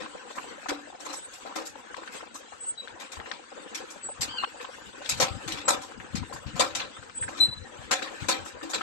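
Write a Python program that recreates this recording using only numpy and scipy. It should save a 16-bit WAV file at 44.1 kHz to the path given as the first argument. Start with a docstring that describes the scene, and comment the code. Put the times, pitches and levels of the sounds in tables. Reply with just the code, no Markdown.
"""Pedal cart on a gravel road

A pedal cart rolls over gravel in open air, heard close, from a hand-held phone on board. Tyres press noise
and damped pings out of the stones, larger stones pop, loose parts rattle and ring over bumps, and dry joints
squeak by stick-slip. Wind, low lumpy noise and short thumps, buffets mostly the left microphone.
The right channel arrives about 4 ms late, and the top of the treble comes and goes."""
import sys
import numpy as np
from scipy import signal
from scipy.fft import rfft, irfft, next_fast_len
from scipy.io import wavfile
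from scipy.ndimage import uniform_filter1d, map_coordinates

SR = 44100
rng = np.random.default_rng(int(sys.argv[2]) if len(sys.argv) > 2 else 0)


def put_to_file(sound):
    """Save the sound as 16-bit audio at rate SR, in the file named by the first command-line argument."""
    columns = np.atleast_2d(sound).T  # one column per channel
    safe = np.clip(columns, -1, 1)
    whole_steps = np.round(safe * 32767)
    wavfile.write(sys.argv[1], SR, whole_steps.astype(np.int16))


def volts(x):
    """Linear amplitude factor 10**(x/20) for a level x in dB, scalar or array-like."""
    e = np.asarray(x, float) / 20
    return 10 ** e


N = 388962
T = np.arange(N) / SR


def unit(x):
    """Scaled to rms 1."""
    return x / np.sqrt(np.mean(x ** 2) + 1e-20)


def along(points, hz):
    """(Hz, value) points read on a log frequency axis."""
    point_hz, value = np.transpose(points)
    return np.interp(np.log(hz + 1), np.log(point_hz + 1), value)


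def wobble(rate):
    """A smooth random curve, rate knots a second."""
    knots = rng.standard_normal(int(N * rate / SR) + 4)
    return map_coordinates(knots, [T * rate])


def filtered(x, response):
    """x times a complex response of frequency."""
    m = next_fast_len(N + 8192)
    return irfft(rfft(x, m) * response(np.fft.rfftfreq(m, 1 / SR)), m)[..., :N]


def rush(spectrum, alike, patchy_db):
    """Two-channel noise of rms 1, partly shared between the microphones, in narrow patches of random gain."""
    z = signal.stft(rng.standard_normal((2, N)), nperseg=512)[2]
    field = uniform_filter1d(rng.standard_normal(z.shape[1:]), size=3, axis=0)
    field = uniform_filter1d(field, size=6, axis=1)
    pair = signal.istft(z * volts(patchy_db * unit(field)), nperseg=512)[1][:, :N]

    def mid_side(hz):
        turn = np.arccos(np.clip(along(alike, hz), 0, 1)) / 2  # this split makes the correlation equal alike
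        return volts(along(spectrum, hz)) * [np.cos(turn), np.sin(turn)]

    mid, side = filtered(pair, mid_side)
    return unit(np.array([mid + side, mid - side]))


def add(track, s, sound):
    """Mixes a short sound in at time s."""
    i = int(np.clip(round(s * SR), 0, N))
    track[..., i:i + sound.shape[-1]] += sound[..., :N - i]


def panned(db):
    """Gains of the two channels for a left-right difference."""
    return volts([[db / 2], [-db / 2]])


def pings(s, db, hz, cycles, pan_db):
    """Damped sines, one per stone; each microphone hears its own slightly different pitch."""
    t = np.arange(560) / SR
    out = np.zeros((2, N + len(t)))
    start = np.clip(s * SR, 0, N - 1).astype(int)
    at = (start[:, None] + np.arange(len(t))).ravel()
    detune = 1 + 0.045 * rng.standard_normal((len(s), 2))
    for c in (0, 1):
        turns = (hz * detune[:, c])[:, None] * t
        shape = np.sin(2 * np.pi * turns) * np.exp(-turns / cycles[:, None]) * (1 - np.exp(-3 * turns))
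        gain = volts(db + (.5 - c) * pan_db)[:, None]
        out[c] = np.bincount(at, (gain * shape).ravel(), N + len(t))
    return out[:, :N]


def scattered(count, rolling_db, db, hz, cycles):
    """Random pings that follow the rolling level: many small, few large."""
    draw, when = rng.standard_normal((count, 3)), rng.random((count, 2))
    at = when[:, 0] * N / SR
    size_db = np.interp(at, T, rolling_db) + db - 2.53 * np.log(1.01 - when[:, 1])
    pitch_hz = np.minimum(hz * np.exp(.55 * draw[:, 0]), 8400)
    return pings(at, size_db, pitch_hz, cycles * np.exp(0.34 * draw[:, 1]), 1.8 * draw[:, 2])


# Tyres on the gravel. Each row: time in seconds, mean drone level in dB, mean fine crunch level in dB.
ROLLING = [(0.0, -45, -51), (0.37, -49, -50), (0.6, -45, -49), (0.9, -51, -53), (1.4, -52, -51),
           (2.0, -48, -54), (2.18, -46, -47), (2.35, -52, -55), (3.1, -49, -52), (3.4, -51, -54),
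           (3.75, -48, -49), (4.0, -50, -52), (4.4, -46, -49), (4.6, -49, -51), (5.2, -49, -46),
           (5.6, -46, -50), (5.9, -49, -53), (6.6, -48, -51), (7.2, -52, -51), (7.38, -44, -47),
           (7.55, -50, -53), (8.1, -43, -47), (8.65, -49, -54), (8.82, -41, -49)]
# Spectra of the tyre drone and the fine crunch. Each row: frequency in Hz, relative level in dB per Hz.
DRONE_SPECTRUM = [(71, -70), (125, -11), (190, -3), (288, -2), (506, 1.5), (608, -15), (983, -2.5),
                  (1120, -6.5), (1700, -2), (3500, -38), (4550, -66), (7700, -120)]
CRUNCH_SPECTRUM = [(880, -15), (1500, -2.5), (1720, -18), (2140, -7.5), (2780, -4.5), (3500, -8.5),
                   (5510, -15.5), (8150, -7), (9260, -46.5), (10300, -18), (11800, -29), (12600, -53),
                   (13200, -71)]
# Likeness of noise at the two microphones. Each row: frequency in Hz, correlation from 0 to 1.
ALIKENESS = [(100, 0.9), (300, 1), (600, 0.46), (1200, 0.1), (2500, 0.47), (6000, 0.45), (12000, 0.4)]


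def gravel():
    """Tyres press the stones: a lumpy drone, a fine crunch, small pops, and faint tinkles of shaken metal."""
    s, drone_db, crunch_db = np.transpose(ROLLING)
    bumps = wobble(13)
    drone_db = np.interp(T, s, drone_db) + 1.4 * bumps
    crunch_db = np.interp(T, s, crunch_db) + 0.5 * bumps
    drone = volts(drone_db + 2.36 * wobble(60)) * rush(DRONE_SPECTRUM, ALIKENESS, patchy_db=4.5)
    crunch_gain = volts(crunch_db + 1.75 * wobble(30) + 0.5 * wobble(300))
    crunch = crunch_gain * rush(CRUNCH_SPECTRUM, ALIKENESS, patchy_db=4.5)
    clumps_db = drone_db + 2.1 * wobble(5.8)
    stones = scattered(count=1600, rolling_db=clumps_db, db=1.0, hz=1100, cycles=3.0)
    tinkles = scattered(count=900, rolling_db=crunch_db, db=-8.0, hz=4017, cycles=42)
    return drone + crunch + stones + tinkles


# Steady wind on the microphones. Each row: time in seconds, buffet level in dB before lumps and panning.
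STEADY_WIND = [(0.0, -75), (1.0, -77), (1.7, -80), (2.4, -74), (2.9, -71), (3.6, -79), (4.0, -70),
               (4.3, -57), (4.6, -71), (5.0, -64), (5.3, -56), (5.9, -62), (6.5, -54), (6.9, -62),
               (7.15, -62), (7.5, -57), (8.0, -65), (8.82, -68)]
# Puffs of wind. Each row: thump start in seconds, nominal level in dB, thump pitch in Hz,
# hold of the roar in seconds.
WIND_PUFFS = [(3.174, -43, 78.1, .04), (4.198, -41, 126, .1), (5.127, -38, 124, .05),
              (5.232, -33, 159, .05), (5.309, -29.5, 88, .04), (5.465, -38, 137, .08),
              (5.975, -45, 242, .03), (6.147, -26, 200, .04), (6.182, -31, 158, .04), (6.35, -46, 110, .04),
              (6.461, -33, 99.6, .05), (6.548, -35, 154, .07), (6.99, -46, 110, .03),
              (7.215, -39, 104, .06), (7.41, -42, 110, .04), (7.485, -39, 110, .03), (7.57, -42, 125, .05),
              (7.791, -41, 113, .12), (8.222, -33, 135, .05), (8.39, -44, 110, .05), (8.54, -48, 110, .04)]
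# Spectrum of the buffeting. Each row: frequency in Hz, relative level in dB per Hz.
BUFFET_SPECTRUM = [(12, -53), (20, -6), (92, 7), (130, 1), (225, -4), (253, -1), (350, -20.5), (460, -46),
                   (770, -120)]
ROAR_DB, ROAR_RISE_S, ROAR_FALL_DB_PER_S = -13, .015, 500  # roar re nominal puff level, its swell and fall


def wind():
    """Air tumbles over the ports in lumps, nearly unrelated left and right; puffs roar and thump the left one."""
    strength = volts(np.interp(T, *np.transpose(STEADY_WIND)) + 3.5 * wobble(12))
    t = np.arange(SR // 3) / SR
    thumps = np.zeros(N)
    for s, db, hz, hold_s in WIND_PUFFS:
        swing = np.sin(2 * np.pi * hz * t) * hz * t * np.exp(1 - 1.6 * hz * t)
        add(thumps, s, volts(db + 13) * swing)
        fall_db = ROAR_FALL_DB_PER_S * np.maximum(t - ROAR_RISE_S - hold_s, 0)
        roar = np.minimum(t / ROAR_RISE_S, 1) * volts(db + ROAR_DB - fall_db)
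        add(strength, s - ROAR_RISE_S, roar)
    lumps = volts(3.2 * np.array([wobble(35), wobble(35)]))
    noise = unit(lumps * rush(BUFFET_SPECTRUM, [(50, 0.092)], patchy_db=0.5))
    return strength * noise * panned(14.2) + thumps * [[1], [.15]]


def ringing(modes, t):
    """Modes at new strengths for each blow; each is a close pair that beats, heard differently left and right."""
    ring = np.zeros((2, len(t)))
    for hz, db, t60 in modes:
        split, turn = 1 + 0.0204 * rng.standard_normal(), 2 * np.pi * rng.random((2, 1))
        pair = np.sin(2 * np.pi * hz * t) + 1.32 * np.sin(2 * np.pi * hz * split * t + turn)
        ring += volts(db + rng.normal(0, 1.2) - 60 * t / t60) * pair
    ending = np.minimum(1, 8 - 8 * t / t[-1])
    return (1 - np.exp(-t / 0.0047)) * ending * ring


# Clanks of loose parts. Each row: start in seconds, nominal level in dB, then body, sizzle and hollow boom
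# in dB re that level, all before the trims of the layers.
CLANK_BLOWS = [(0.003, -31, -6, -26, -10), (0.3526, -48, 7, -1, -20), (0.6868, -26, -5.5, -15, -6.5),
               (0.999, -43, 1, -5.5, -3), (1.0505, -36, -2, -12, -6.5), (1.0885, -41, 4, -10, -4),
               (1.1278, -46, -9, 3.5, -10), (1.3349, -49, 2, 4, -26), (1.4586, -39, 5.5, -18, -21),
               (1.5572, -29.5, 0, -11, -6), (1.6526, -54, -10, 12, -11), (1.9644, -38, -3, -20, -10),
               (2.1203, -41, -10, -6, -12), (2.3421, -49, 2, 5, -8), (2.9991, -32.5, -11, -16, -31),
               (3.1188, -31.5, -22, -11, -36), (3.261, -36.5, -6, -35, -28), (3.3164, -33, -13, -29, -40),
               (3.7477, -21, -24, -14, -27.5), (3.902, -43, -1, -1.5, -8), (4.2103, -21, -16, -8, -30),
               (4.6089, -34, -7.5, -17, -39), (5.018, -36, -8, -20, -30), (5.0449, -32, -15, -16, -35),
               (5.0922, -19, -18, -6, -42), (5.17, -33, -8, -14, -20), (5.2011, -13, -6, -10.5, -24),
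               (5.4788, -22, -12.5, -15, -16), (5.52, -29, -21, -12.5, -22), (5.5727, -30, -12, -23, -13.5),
               (5.682, -15.5, -2, -7.5, -19.5), (5.8153, -46, 2, 1.5, -26), (6.154, -24.5, -18, -18.5, -23),
               (6.327, -49, 5, 3, -10), (6.4647, -34.5, -14, -24, -12), (6.5574, -34, 1, -12, -11),
               (6.5965, -13.5, -5, -10, -21.5), (6.7511, -19.5, -16, -13, -25),
               (6.796, -24, -11.5, -34, -40), (7.2868, -42, 1, -9, -5), (7.3727, -26.5, -21, -17, -15),
               (7.9119, -15, -7, -10.5, -27), (8.0222, -24.5, -11, -18.5, -19),
               (8.2015, -31, -18, -20, -17), (8.2861, -14, -5, -9, -20), (8.4502, -39.5, -5, -3.5, -31),
               (8.6273, -34, -5.5, -14.5, -0.5), (8.6966, -44, 0, 1.5, -5),
               (8.7364, -19.5, -14.5, -21, -20)]
# Spectrum of the rattling metal. Each row: frequency in Hz, relative level in dB per Hz.
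CLANK_SPECTRUM = [(88, -40), (150, -18.5), (376, -13.5), (536, -6), (647, -16), (810, -13), (906, -7.5),
                  (2230, -11), (2400, -5.5), (2950, -12), (3830, -8), (6200, -22), (7390, -22.5),
                  (8910, -31), (11800, -41), (13200, -90)]
# Long-ringing modes of the frame. Each row: frequency in Hz, mean relative level in dB, t60 in seconds.
FRAME_MODES = [(536, -8, 0.26), (579, -15.5, 0.46), (720, -7.5, 0.26), (790, -12, 0.5), (1030, -5, 0.18),
               (1320, -10, 0.28), (2416, -14.5, .2), (3940, -14, 0.14), (4940, -22, .12)]
# Modes of the hollow seat shell. Each row: frequency in Hz, mean relative level in dB, t60 in seconds.
SHELL_MODES = [(289.7, -1, 0.45), (326, -0.5, .5)]
# t60 of a rattle before each band stretches it; more body and lighter jolts rattle longer
RATTLE_S, HEAVY_S_PER_DB, SOFT_S_PER_DB = .25, .003, .003
SHAKE_S = .005  # the fall of a rattle starts this long after the blow


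def clanks():
    """Each jolt shakes loose metal: dense rattle dying band by band, while frame and seat shell ring on."""
    t = np.arange(SR // 4) / SR
    body, edge, sizzle = np.zeros((3, N))
    rings = np.zeros((2, N))
    for s, db, body_db, sizzle_db, boom_db in CLANK_BLOWS:
        life = np.clip(RATTLE_S + HEAVY_S_PER_DB * body_db - SOFT_S_PER_DB * (db + 20), .03, .5)
        rise = .0012 * volts(-.3 * (db + 16))  # light jolts swell more slowly than hard blows

        def envelope(stretch):
            fall_db = 60 * np.maximum(t - SHAKE_S, 0) / (stretch * life)
            return volts(db - fall_db) * (1 - np.exp(-t / rise))

        add(body, s, volts(body_db - 4.0) * envelope(1.27))  # low parts ring longer
        add(edge, s, volts(-10.5) * envelope(1.214))
        add(sizzle, s, volts(sizzle_db + 5.0) * envelope(0.69))
        frame = volts(db + body_db - 4.0) * ringing(FRAME_MODES, t)
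        shell = volts(db + boom_db - 4.5) * ringing(SHELL_MODES, t)
        add(rings, s, frame + shell)
    metal = volts(2.4 * wobble(350) + 1.2 * wobble(60)) * rush(CLANK_SPECTRUM, ALIKENESS, patchy_db=4.0)
    below_1660 = filtered(metal, lambda hz: 1 / (1 + (hz / 1660) ** 6))
    below_6600 = filtered(metal, lambda hz: 1 / (1 + (hz / 6600) ** 6))
    rattle = body * unit(below_1660) + edge * unit(below_6600 - below_1660) + sizzle * unit(metal - below_6600)
    return rattle + rings


# Larger stones popping under the tyres. Each row: start in seconds, nominal level in dB, nominal pitch in Hz,
# left-right difference in dB before a shared shift to the right.
STONE_POPS = [(0.062, -30, 1100, 0), (0.15, -31, 487, 0), (0.307, -30, 1030, 3.5), (0.375, -30, 1200, 0),
              (0.383, -20, 1130, -1), (0.661, -24, 800, 3.0), (0.688, -19, 1600, 1.5),
              (0.705, -24, 1300, 2), (0.718, -22, 420, 2), (0.949, -33, 716, 2), (1.067, -28.5, 1020, 1),
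              (1.14, -27, 980, 4), (1.453, -31.5, 711, 6), (1.563, -30, 783, 0), (1.757, -33, 990, 9),
              (1.945, -28, 1700, 10), (1.982, -30.5, 527, 2), (2.035, -33, 1670, 9),
              (2.078, -26.5, 1550, 5), (2.209, -30, 1300, 4), (2.231, -31, 714, 3), (2.357, -31, 980, 4.5),
              (2.877, -30, 1500, 11), (3.135, -32, 1350, 7), (3.171, -31.5, 990, 1), (3.202, -26, 1650, 9),
              (3.261, -29.5, 1550, 5.0), (3.316, -21, 1900, 8), (3.52, -34, 720, 3), (3.805, -32, 523, 4),
              (4.09, -27, 810, 4.5), (4.429, -25, 1100, 4), (4.438, -13, 1170, 4), (4.602, -28, 1700, 0),
              (4.647, -25, 1040, 0), (5.019, -32.5, 750, 0), (5.201, -18.5, 540, 4),
              (5.48, -30.5, 1530, -5), (5.681, -15.5, 910, -5), (5.916, -33.5, 930, 7.5),
              (6.003, -28, 1770, 4), (6.232, -29.5, 960, 4.0), (6.327, -27, 1030, 4.5),
              (6.363, -30, 1030, 3), (6.597, -17, 560, 3.5), (6.8, -22, 2480, -3), (6.969, -31, 1330, 1),
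              (7.03, -34, 1510, 8), (7.099, -32, 1470, 8.5), (7.228, -24, 1780, 5.5), (7.24, -27, 1700, 5),
              (7.282, -23, 1580, 0), (7.912, -19, 1100, 3), (8.023, -24.5, 1330, 6), (8.246, -31, 1680, 6),
              (8.288, -25, 545, -5), (8.462, -28, 1300, 0), (8.614, -32, 1310, 5.0),
              (8.735, -22.5, 1340, -3), (8.812, -19, 1280, 3)]
SMALL_POP_DB, SMALL_SPREAD_DB = -39, 3  # lesser stones at random times: mean nominal level and its spread
TICK_DB = -4  # the sharp crack of a stone re its nominal level


def pops():
    """Larger stones slip out from under a tyre: a short pitched knock and crack, then a spray of chips."""
    when, draw = rng.random((60, 2)), rng.standard_normal((60, 2))
    modes_hz = np.transpose(FRAME_MODES)[0][:6]  # small stones knock at a pitch of the frame
    small_hz = modes_hz[(6 * when[:, 1]).astype(int)]
    small_db = SMALL_POP_DB + SMALL_SPREAD_DB * draw[:, 0]
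    small = [when[:, 0] * N / SR, small_db, small_hz, 5 + 4 * draw[:, 1]]
    s, db, hz, pan_db = np.hstack([np.transpose(STONE_POPS), small])
    knocks = pings(s, db + 4.5, hz, np.full(len(s), 2.1), pan_db - 5.0)
    out = knocks + pings(s, db + TICK_DB, 2.3 * hz, np.full(len(s), .7), pan_db - 4.0)
    chips = rng.standard_normal((len(s), 5, 3))  # five chips a stone
    for late, tune, size in chips.T.swapaxes(0, 1):
        chip_hz = 1.35 * hz * np.exp(0.46 * tune)
        chip_s = s + .007 * abs(late)
        out = out + pings(chip_s, db - 4.5 + 2 * size, chip_hz, np.full(len(s), 2.2), pan_db - 3.0)
    return out


SWELL_S, QUIET_DB = .014, 27  # a stretch of tone swells from this far under its level and fades back to it


def stretch_rows(s, hold_s, hz, db, fade_db_per_s):
    """Rows of one stretch of tone (s, Hz, dB): swell, hold, fade."""
    end = s + hold_s
    gone = end + QUIET_DB / fade_db_per_s
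    return [(s - SWELL_S, hz, db - QUIET_DB), (s, hz, db), (end, hz, db), (gone, hz, db - QUIET_DB)]


def squeak(tables, overtones_db, rough, flutter_hz, pan_db, lead):
    """Stick-slip in a dry joint: harmonics of unsteady size and pitch; the right side leads by some radians."""
    out = np.zeros((2, N))
    drift = rough * wobble(flutter_hz)
    flutter_db = np.minimum(9 * rough, 4) * wobble(flutter_hz)
    for rows in tables:
        s, hz, db = np.transpose(rows)
        near = (T > s[0] - .004) & (T < s[-1] + .01)
        t = T[near]
        gate = np.interp(t, [s[0] - .004, s[0], s[-1], s[-1] + .01], [0, 1, 1, 0])
        turns = np.cumsum(np.interp(t, s, hz)) / SR + rng.random()
        phase = 2 * np.pi * turns + drift[near] + [[0], [lead]]
        tone = sum(volts(level) * np.sin((k + 1) * phase) for k, level in enumerate(overtones_db))
        out[:, near] += gate * volts(np.interp(t, s, db) + 8.5 + flutter_db[near]) * tone
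    return panned(pan_db) * out


# Thin crank squeaks, two slips each. Each row: first slip in seconds, second slip in seconds,
# pitch of the first slip in Hz, nominal level of the first in dB, nominal level of the second in dB.
CRANK_SLIPS = [(1.168, 1.225, 7820, -45, -46), (2.612, 2.672, 7830, -40, -34),
               (4.036, 4.09, 7790, -40, -39), (5.66, 5.685, 7700, -40, -50), (7.156, 7.215, 7830, -41, -38)]
CRANK_HOLD_S, CRANK_FADE_DB_PER_S, SECOND_UP_HZ = .028, 600, 50


def crank_squeaks():
    """The crank joint sticks and slips twice once a crank turn: thin near-sines, the second a little higher."""
    slips = []
    for first, second, hz, first_db, second_db in CRANK_SLIPS:
        slips.append(stretch_rows(first, CRANK_HOLD_S, hz, first_db, CRANK_FADE_DB_PER_S))
        slips.append(stretch_rows(second, CRANK_HOLD_S, hz + SECOND_UP_HZ, second_db, CRANK_FADE_DB_PER_S))
    return squeak(slips, [0], rough=0.31, flutter_hz=110, pan_db=1.5, lead=.6)


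# Fuller joint squeals at 2.78 and 7.41 s, each in overlapping stretches as it dies away.
# Each row: end of the swell in seconds, hold in seconds, pitch in Hz, nominal level in dB.
SQUEAL_STRETCHES = [(2.782, .028, 3910, -42), (2.82, .03, 3880, -53), (7.41, .028, 4020, -21),
                    (7.449, .012, 4030, -28), (7.49, .005, 3990, -37), (7.516, .022, 4020, -40),
                    (7.565, .02, 4000, -52), (7.61, .04, 4020, -58)]


def squeals():
    """Two joint squeals, the second louder; each is a tone with two weak overtones that fades unevenly."""
    stretches = [stretch_rows(*row, fade_db_per_s=1200) for row in SQUEAL_STRETCHES]
    return squeak(stretches, [0, -19, -41], rough=0.24, flutter_hz=132, pan_db=-2.0, lead=2.0)


# One rough creak, a single gliding curve. Each row: time in seconds, pitch in Hz, nominal level in dB.
CREAK_CURVE = [(4.28, 1380, -52), (4.303, 1550, -46), (4.345, 1575, -50), (4.375, 1550, -43),
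               (4.39, 1420, -37), (4.405, 1410, -38), (4.43, 1420, -46), (4.49, 1450, -60)]


def creak():
    """One longer creak with fast, rough flutter, its second harmonic the strongest."""
    return squeak([CREAK_CURVE], [-9, 0, -5], rough=.45, flutter_hz=300, pan_db=-2.5, lead=0)


def scene():
    """Everything on the cart, close and in open air."""
    return gravel() + wind() + clanks() + pops() + crank_squeaks() + squeals() + creak()


def without_weak_treble(x, edge_hz, open_db):
    """Bands above edge_hz drop out wherever they are weaker than a threshold, so the top comes and goes."""
    hz, _, z = signal.stft(x, SR, nperseg=512)
    power = uniform_filter1d(np.mean(abs(z) ** 2, axis=0), size=5, axis=0)
    power = uniform_filter1d(power, size=3, axis=1)
    kept = 1 / (1 + (volts(open_db) ** 2 / (abs(power) + 1e-20)) ** 4)
    return signal.istft(z * np.where(hz[:, None] > edge_hz, kept, 1), SR, nperseg=512)[1][:, :N]


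def top_cut(x):
    """Nothing passes above the cut-off."""
    return signal.sosfilt(signal.butter(12, 13350, fs=SR, output="sos"), x)


# Colour of both microphones. Each row: frequency in Hz, gain in dB.
MIC_COLOUR = [(30, -7), (70, -2.5), (150, -1.5), (8500, -1), (9300, -25), (10300, -9), (11200, 1),
              (12300, 3)]
# Left-right sensitivity of the microphones. Each row: frequency in Hz, left over right in dB.
SIDE_BALANCE = [(100, -1.5), (400, 5), (1500, 3.3), (4000, 5.5), (8000, -1.5), (12000, -1)]
LAG_S = .0039  # delay of the right channel behind the left


def record(dry):
    """The two microphones differ in colour, and left runs ahead of right; the top of the treble comes and goes."""
    def half(hz):
        return volts(along(SIDE_BALANCE, hz) / 2) * np.exp(1j * np.pi * hz * LAG_S - .3j)

    ports = filtered(dry, lambda hz: volts(along(MIC_COLOUR, hz)) * np.array([half(hz), 1 / half(hz)]))
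    thinned = without_weak_treble(ports, edge_hz=8600, open_db=-86)
    rounded = thinned / (1 + abs(thinned / 0.59) ** 3) ** (1 / 3)  # the input stage rounds off the loudest peaks
    return top_cut(rounded)


dry = scene()
out = record(dry)
put_to_file(out)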